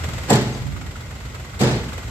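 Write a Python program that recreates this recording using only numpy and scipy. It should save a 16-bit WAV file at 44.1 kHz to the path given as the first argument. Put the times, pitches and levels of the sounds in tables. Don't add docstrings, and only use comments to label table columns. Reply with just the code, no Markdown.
import sys
import numpy as np
from scipy import signal
from scipy.fft import rfft, irfft, next_fast_len
from scipy.io import wavfile
from scipy.ndimage import map_coordinates

SR = 44100
rng = np.random.default_rng(int(sys.argv[2]) if len(sys.argv) > 2 else 0)


def wav_out(sig):
    wavfile.write(sys.argv[1], SR, np.round(np.clip(np.atleast_2d(sig).T, -1, 1) * 32767).astype(np.int16))


N = 92610
T = np.arange(N) / SR

# (time [s], boom [dB], boom tilt [dB per octave], clang [dB], crack [dB])
CONTACTS = [(.300, -43, 9.5, -21.5, -14), (.305, -12.5, 1, -18, -39), (.328, -23, 2, -20.5, -15),
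            (.338, -14.5, -3, -26, -34), (.352, -30, -5.5, -24.5, -20), (.410, -42, 3, -30, -31),
            (.468, -29, -4.5, -36, -54), (.547, -48, 6, -33.5, -38), (1.612, -15, -3.5, -19, -18.5),
            (1.633, -19.5, 0, -19.5, -22.5), (1.670, -29.5, -1, -22, -30), (1.710, -22, -3.5, -25.5, -29),
            (1.755, -26.5, -5, -33.5, -33)]
# (frequency [Hz], level [dB], time to fall 60 dB [s])
BED_MODES = [(125.3, -8.5, 1.155), (136.9, 0, 0.23), (201.2, -6.5, 0.49), (223.26, -6, 0.6),
             (266.7, -8, 0.44), (328, -7.5, 0.22), (362.4, -13.5, 0.54), (399.3, -12, 0.39),
             (427, -9, 0.43), (467.4, -3.5, 0.34), (567, -19, 0.77), (608, -21.5, 0.53), (724, -7, 0.2),
             (751, -19, .4), (844, -16.5, 0.58), (883, -15, 0.5), (985, -22, 0.23), (1041, -22, 0.2),
             (1375, -29, 0.29), (1444, -46, .45), (1670, -34, 0.78), (1725, -22, 0.34), (1879, -23, 0.38)]
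BOOM_ATTACK_S, TILT_PIVOT_HZ = 0.001, 300
# (frequency [Hz], relative level [dB])
CLANG_COLOUR = [(50, -43), (110, 3), (220, -0.5), (450, -1.5), (800, -4.5), (1200, -10), (1800, -10),
                (2800, -15.5), (5000, -17.5), (8000, -23.5), (15000, -38)]
# (frequency [Hz], time to fall 60 dB [s])
CLANG_T60 = [(120, 1), (500, 0.43), (1500, 0.49), (4000, 0.64), (12000, 0.15)]
CLANG_ATTACK_S = 0.0015
# (frequency [Hz], relative level [dB])
CRACK_COLOUR = [(400, -40), (1500, -2), (4000, 5), (6300, 0.5), (7800, 8.5), (9500, -13.5), (12000, -3),
                (15500, -22)]
CRACK_ATTACK_S, CRACK_T60_S = 0.0021, 0.051
CRACK_TAIL_DB, CRACK_TAIL_T60_S = -23, 0.82
CRACK_GRAIN_DB, CRACK_GRAIN_HZ = 2.5, 499
# (frequency [Hz], likeness [-1 to 1])
GATE_ALIKE = [(100, 0.86), (700, 0.88), (1400, -0.084), (3000, -0.43), (7000, -0.12), (15000, -0.22)]
# (frequency [Hz], left minus right [dB])
GATE_BALANCE = [(100, -1.3), (400, 0), (1200, -4), (2400, 1), (4400, 4.5), (7000, 0.5), (14000, 2)]

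# (time [s], centre frequency [Hz], level [dB])
SLAMS = [(.302, 720, -10.5), (1.607, 201, -13.5)]
SLAM_WIDTH_OCTAVES, SLAM_ATTACK_S, SLAM_T60_S = 0.86, 0.0034, 0.12
# (time [s], length [s], panel level [dB], gritty treble [dB])
SCRAPES = [(0.276, 0.023, -19.5, -48), (1.592, 0.017, -20, -31.5)]
SCRAPE_RELEASE_S, GRIT_ATTACK_S = 0.015, 0.0019
# (frequency [Hz], level [dB])
LATCH_MODES = [(7600, -14), (8030, -18.5), (12400, -30)]
LATCH_TIME_S, LATCH_ATTACK_S, LATCH_T60_S = 0.3005, 0.001, 0.044
LATCH_LEFT_MINUS_RIGHT_DB = 7
# (time [s], length [s], frequency [Hz], level [dB])
SQUEAKS = [(.523, .032, 6370, -42), (.537, .022, 4790, -42)]
SQUEAK_WAVER_HZ = 25

# (time [s], level [dB])
ENGINE_LOUDNESS = [(0, 6), (.25, 6), (.55, 1.5), (.68, .5), (1.1, 0), (1.55, 0.5), (1.9, 3), (2.1, 2)]
FIRING_HZ, FIRST_FIRING_S = 20.58, 0.03335
TICK_RISE_S, TICK_FALL_S, TICK_SCATTER_DB, TICK_JITTER_S = 0.0031, 0.012, 2, 0.0015
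# (frequency [Hz], relative level [dB])
CLATTER_COLOUR = [(250, 4.5), (700, 4.5), (1400, 5), (2600, -1), (4000, -3), (6200, -11), (7800, -3.5),
                  (9700, -26.5), (12000, -11), (15500, -27)]
WHIR_COLOUR = [(120, -26), (200, -2), (350, -10.5), (400, -6.5), (600, -8.5), (850, -11), (1450, -8),
               (1760, -18), (2250, -12.5), (3000, -15), (6200, -20), (7600, -17.5), (9500, -32.5),
               (12000, -26.5), (15500, -40)]
RUMBLE_COLOUR = [(20, -48), (33, -26), (48, 1.5), (70, 0), (95, -0.5), (120, -1), (170, -9), (230, -13),
                 (400, -28.5), (900, -60)]
CLATTER_DB, WHIR_DB, RUMBLE_DB = -44, -41.5, -34.5
RUMBLE_FOLLOWS = 0.96
RUMBLE_SWELL_DB, RUMBLE_SWELL_HZ = 1, 14.7
# (frequency [Hz], width [Hz], level [dB])
WHINES = [(1915, 29, -55), (2040, 60, -53), (2140, 17, -57), (3930, 50, -70)]
# (multiple of the firing rate, level [dB])
EXHAUST = [(3, -40.5), (4, -42.5), (6, -44)]
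# (frequency [Hz], likeness [-1 to 1])
ENGINE_ALIKE = [(60, 1), (250, 0.86), (600, 0.73), (1300, 0.086), (2500, 0.21), (5000, -0.19),
                (12000, 0.02)]
# (frequency [Hz], left minus right [dB])
ENGINE_BALANCE = [(80, -0.5), (600, -2), (1400, -2), (2000, -7), (2500, 3), (4500, 1), (7000, 1.5),
                  (14000, 0)]

# (time [s], level [dB])
KNOCKS = [(.038, -30), (.183, -33), (.762, -30), (.955, -33), (1.342, -31.5), (1.535, -32), (1.921, -30)]
# (frequency [Hz], relative level [dB])
KNOCK_COLOUR = [(300, -25), (900, -6), (1400, 8), (1800, -11), (2400, -6), (4000, -17), (9000, -27)]
KNOCK_ATTACK_S, KNOCK_T60_S = 0.0025, 0.048
# (time [s], level [dB])
PUFF = [(.6, -40), (.66, -22.5), (.72, -25.5), (.78, -32.5), (.93, -44), (1.0, -64)]
# (frequency [Hz], relative level [dB])
PUFF_COLOUR = [(30, -15), (90, 4), (140, 8.5), (210, -0.5), (330, -14.5), (900, -55)]

# (frequency [Hz], gain [dB])
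LEFT_PORT = [(7000, 0), (7900, 1.5), (8600, 3), (9800, -1.5), (11400, 3), (13000, -2.5), (14500, -4)]
RIGHT_PORT = [(6500, 0), (7350, 3), (8000, -12.5), (8800, -5), (9800, -3), (11400, -4), (13000, -1),
              (14500, 0.5)]
LOW_CUT_HZ, TOP_HZ = 35, 15790


def amp(db):
    return 10 ** (np.asarray(db) / 20)


def unit(x):
    return x / np.sqrt(np.mean(x ** 2) + 1e-20)


def along(points, hz):
    f, v = np.transpose(points)
    return np.interp(np.log(hz + 1), np.log(f + 1), v)


def over_time(points):
    return np.interp(T, *np.transpose(points))


def filtered(x, response):
    m = next_fast_len(x.shape[-1] + 8192)
    spectrum = rfft(x, m) * response(np.fft.rfftfreq(m, 1 / SR))
    return irfft(spectrum, m)[..., :x.shape[-1]]


def balance(left_minus_right_db):
    return amp(np.array([[.5], [-.5]]) * left_minus_right_db)


def noise(colour, alike, pan, size=N):
    def middle_and_side(hz):
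        turn = np.arccos(np.clip(along(alike, hz), -1, 1)) / 2
        return amp(along(colour, hz)) * [np.cos(turn), np.sin(turn)]

    mid, side = filtered(rng.standard_normal((2, size)), middle_and_side)
    stereo = np.array([mid + side, mid - side])
    return unit(filtered(stereo, lambda hz: balance(along(pan, hz))))


def gate_noise(colour, t):
    return noise(colour, GATE_ALIKE, GATE_BALANCE, size=len(t))


def fade(t, t60):
    return np.exp(-np.log(1000) * t / t60)


def rise(t, attack):
    return 1 - np.exp(-t / attack)


def wobble(rate):
    return map_coordinates(rng.standard_normal(2048), [T * rate], mode="wrap")


def add(track, s, sound):
    part = track[:, round(s * SR):][:, :sound.shape[-1]]
    part += sound[..., :part.shape[1]]


def boom(t, tilt_db):
    out = np.zeros((2, len(t)))
    for hz, db, t60 in BED_MODES:
        level_db = db + tilt_db * np.log2(hz / TILT_PIVOT_HZ)
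        tone = np.sin(2 * np.pi * (hz * t + rng.random()))
        out += amp(level_db) * fade(t, t60) * balance(along(GATE_BALANCE, hz)) * tone
    return out * rise(t, BOOM_ATTACK_S)


def clang(t):
    hz, s, bands = signal.stft(gate_noise(CLANG_COLOUR, t), SR, nperseg=256)
    decay = fade(s, along(CLANG_T60, hz)[:, None])
    ring = signal.istft(bands * decay, SR)[1]
    return ring[:, :len(t)] * rise(t, CLANG_ATTACK_S)


def crack(t):
    shape = fade(t, CRACK_T60_S) + amp(CRACK_TAIL_DB) * fade(t, CRACK_TAIL_T60_S)
    grain = unit(amp(CRACK_GRAIN_DB * wobble(CRACK_GRAIN_HZ)[:len(t)]))
    return gate_noise(CRACK_COLOUR, t) * grain * shape * rise(t, CRACK_ATTACK_S)


def tailgate():
    out, t = np.zeros((2, N)), np.arange(SR) / SR
    for s, boom_db, tilt_db, clang_db, crack_db in CONTACTS:
        add(out, s, amp(boom_db) * boom(t, tilt_db))
        add(out, s, amp(clang_db) * clang(t))
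        add(out, s, amp(crack_db) * crack(t))
    return out


def slams():
    out, t = np.zeros((2, N)), np.arange(SR // 2) / SR
    for s, centre_hz, db in SLAMS:
        def bell(hz):
            octaves_away = np.log2((hz + 1) / centre_hz)
            return np.exp(-(octaves_away / SLAM_WIDTH_OCTAVES) ** 2)

        band = unit(filtered(gate_noise(CLANG_COLOUR, t), bell))
        add(out, s, amp(db) * band * rise(t, SLAM_ATTACK_S) * fade(t, SLAM_T60_S))
    return out


def scrapes():
    out, t = np.zeros((2, N)), np.arange(SR // 8) / SR
    for s, length, db, grit_db in SCRAPES:
        swell = np.minimum(t / length, 1) ** 2
        panels = amp(db) * swell * gate_noise(CLANG_COLOUR, t)
        grit = amp(grit_db) * rise(t, GRIT_ATTACK_S) * gate_noise(CRACK_COLOUR, t)
        release = np.exp(-np.maximum(t - length, 0) / SCRAPE_RELEASE_S)
        add(out, s, (panels + grit) * release)
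    return out


def latch():
    out, t = np.zeros((2, N)), np.arange(SR // 8) / SR
    ping = sum(amp(db) * np.sin(2 * np.pi * (hz * t + rng.random((2, 1)))) for hz, db in LATCH_MODES)
    shape = rise(t, LATCH_ATTACK_S) * fade(t, LATCH_T60_S)
    add(out, LATCH_TIME_S, ping * shape * balance(LATCH_LEFT_MINUS_RIGHT_DB))
    return out


def hinge():
    out = np.zeros((2, N))
    for s, length, hz, db in SQUEAKS:
        swell = np.sin(np.pi * np.clip((T - s) / length, 0, 1))
        cycles = np.cumsum(hz + SQUEAK_WAVER_HZ * wobble(250)) / SR
        out += amp(db) * swell * np.sin(2 * np.pi * cycles) * balance(along(GATE_BALANCE, hz))
    return out


def firing_ticks():
    ticks = np.zeros(N)
    for k, (late, size) in enumerate(rng.standard_normal((48, 2))):
        firing_s = FIRST_FIRING_S + (k - 1) / FIRING_HZ + TICK_JITTER_S * late
        age = np.maximum(T - firing_s, 0)
        ticks += amp(TICK_SCATTER_DB * size) * rise(age, TICK_RISE_S) ** 2 * np.exp(-age / TICK_FALL_S)
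    return unit(ticks)


def whine(hz, width):
    return unit(filtered(rng.standard_normal((2, N)), lambda f: np.exp(-((f - hz) / width) ** 2)))


def engine():
    loud_db = over_time(ENGINE_LOUDNESS)
    clatter = amp(CLATTER_DB) * firing_ticks() * noise(CLATTER_COLOUR, ENGINE_ALIKE, ENGINE_BALANCE)
    whir = amp(WHIR_DB) * noise(WHIR_COLOUR, ENGINE_ALIKE, ENGINE_BALANCE)
    whines = sum(amp(db) * whine(hz, width) for hz, width, db in WHINES)
    swell = amp(RUMBLE_SWELL_DB * wobble(RUMBLE_SWELL_HZ))
    rumble = amp(RUMBLE_DB) * unit(swell * noise(RUMBLE_COLOUR, ENGINE_ALIKE, ENGINE_BALANCE))
    exhaust = sum(amp(db) * np.sin(2 * np.pi * (k * FIRING_HZ * T + rng.random())) for k, db in EXHAUST)
    upper = amp(loud_db) * (clatter + whir + whines)
    low = amp(RUMBLE_FOLLOWS * loud_db) * (rumble + exhaust)
    return upper + low


def chassis():
    out, t = np.zeros((2, N)), np.arange(SR // 10) / SR
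    for s, db in KNOCKS:
        burst = noise(KNOCK_COLOUR, ENGINE_ALIKE, ENGINE_BALANCE, size=len(t))
        add(out, s, amp(db) * burst * rise(t, KNOCK_ATTACK_S) * fade(t, KNOCK_T60_S))
    return out


def wind():
    flutter = unit(filtered(rng.standard_normal(N), lambda hz: amp(along(PUFF_COLOUR, hz))))
    return np.array([np.zeros(N), flutter * amp(over_time(PUFF))])


def scene():
    gate = tailgate() + slams() + scrapes() + latch() + hinge()
    return gate + engine() + chassis() + wind()


def record(dry):
    heard = filtered(dry, lambda hz: amp([along(LEFT_PORT, hz), along(RIGHT_PORT, hz)]))
    low_cut = signal.butter(N=4, Wn=LOW_CUT_HZ, btype="high", fs=SR, output="sos")
    heard = signal.sosfilt(low_cut, heard)
    rounded = heard / (1 + np.abs(heard) ** 8) ** (1 / 8)
    return filtered(rounded, lambda hz: hz < TOP_HZ)


dry = scene()
out = record(dry)
wav_out(out)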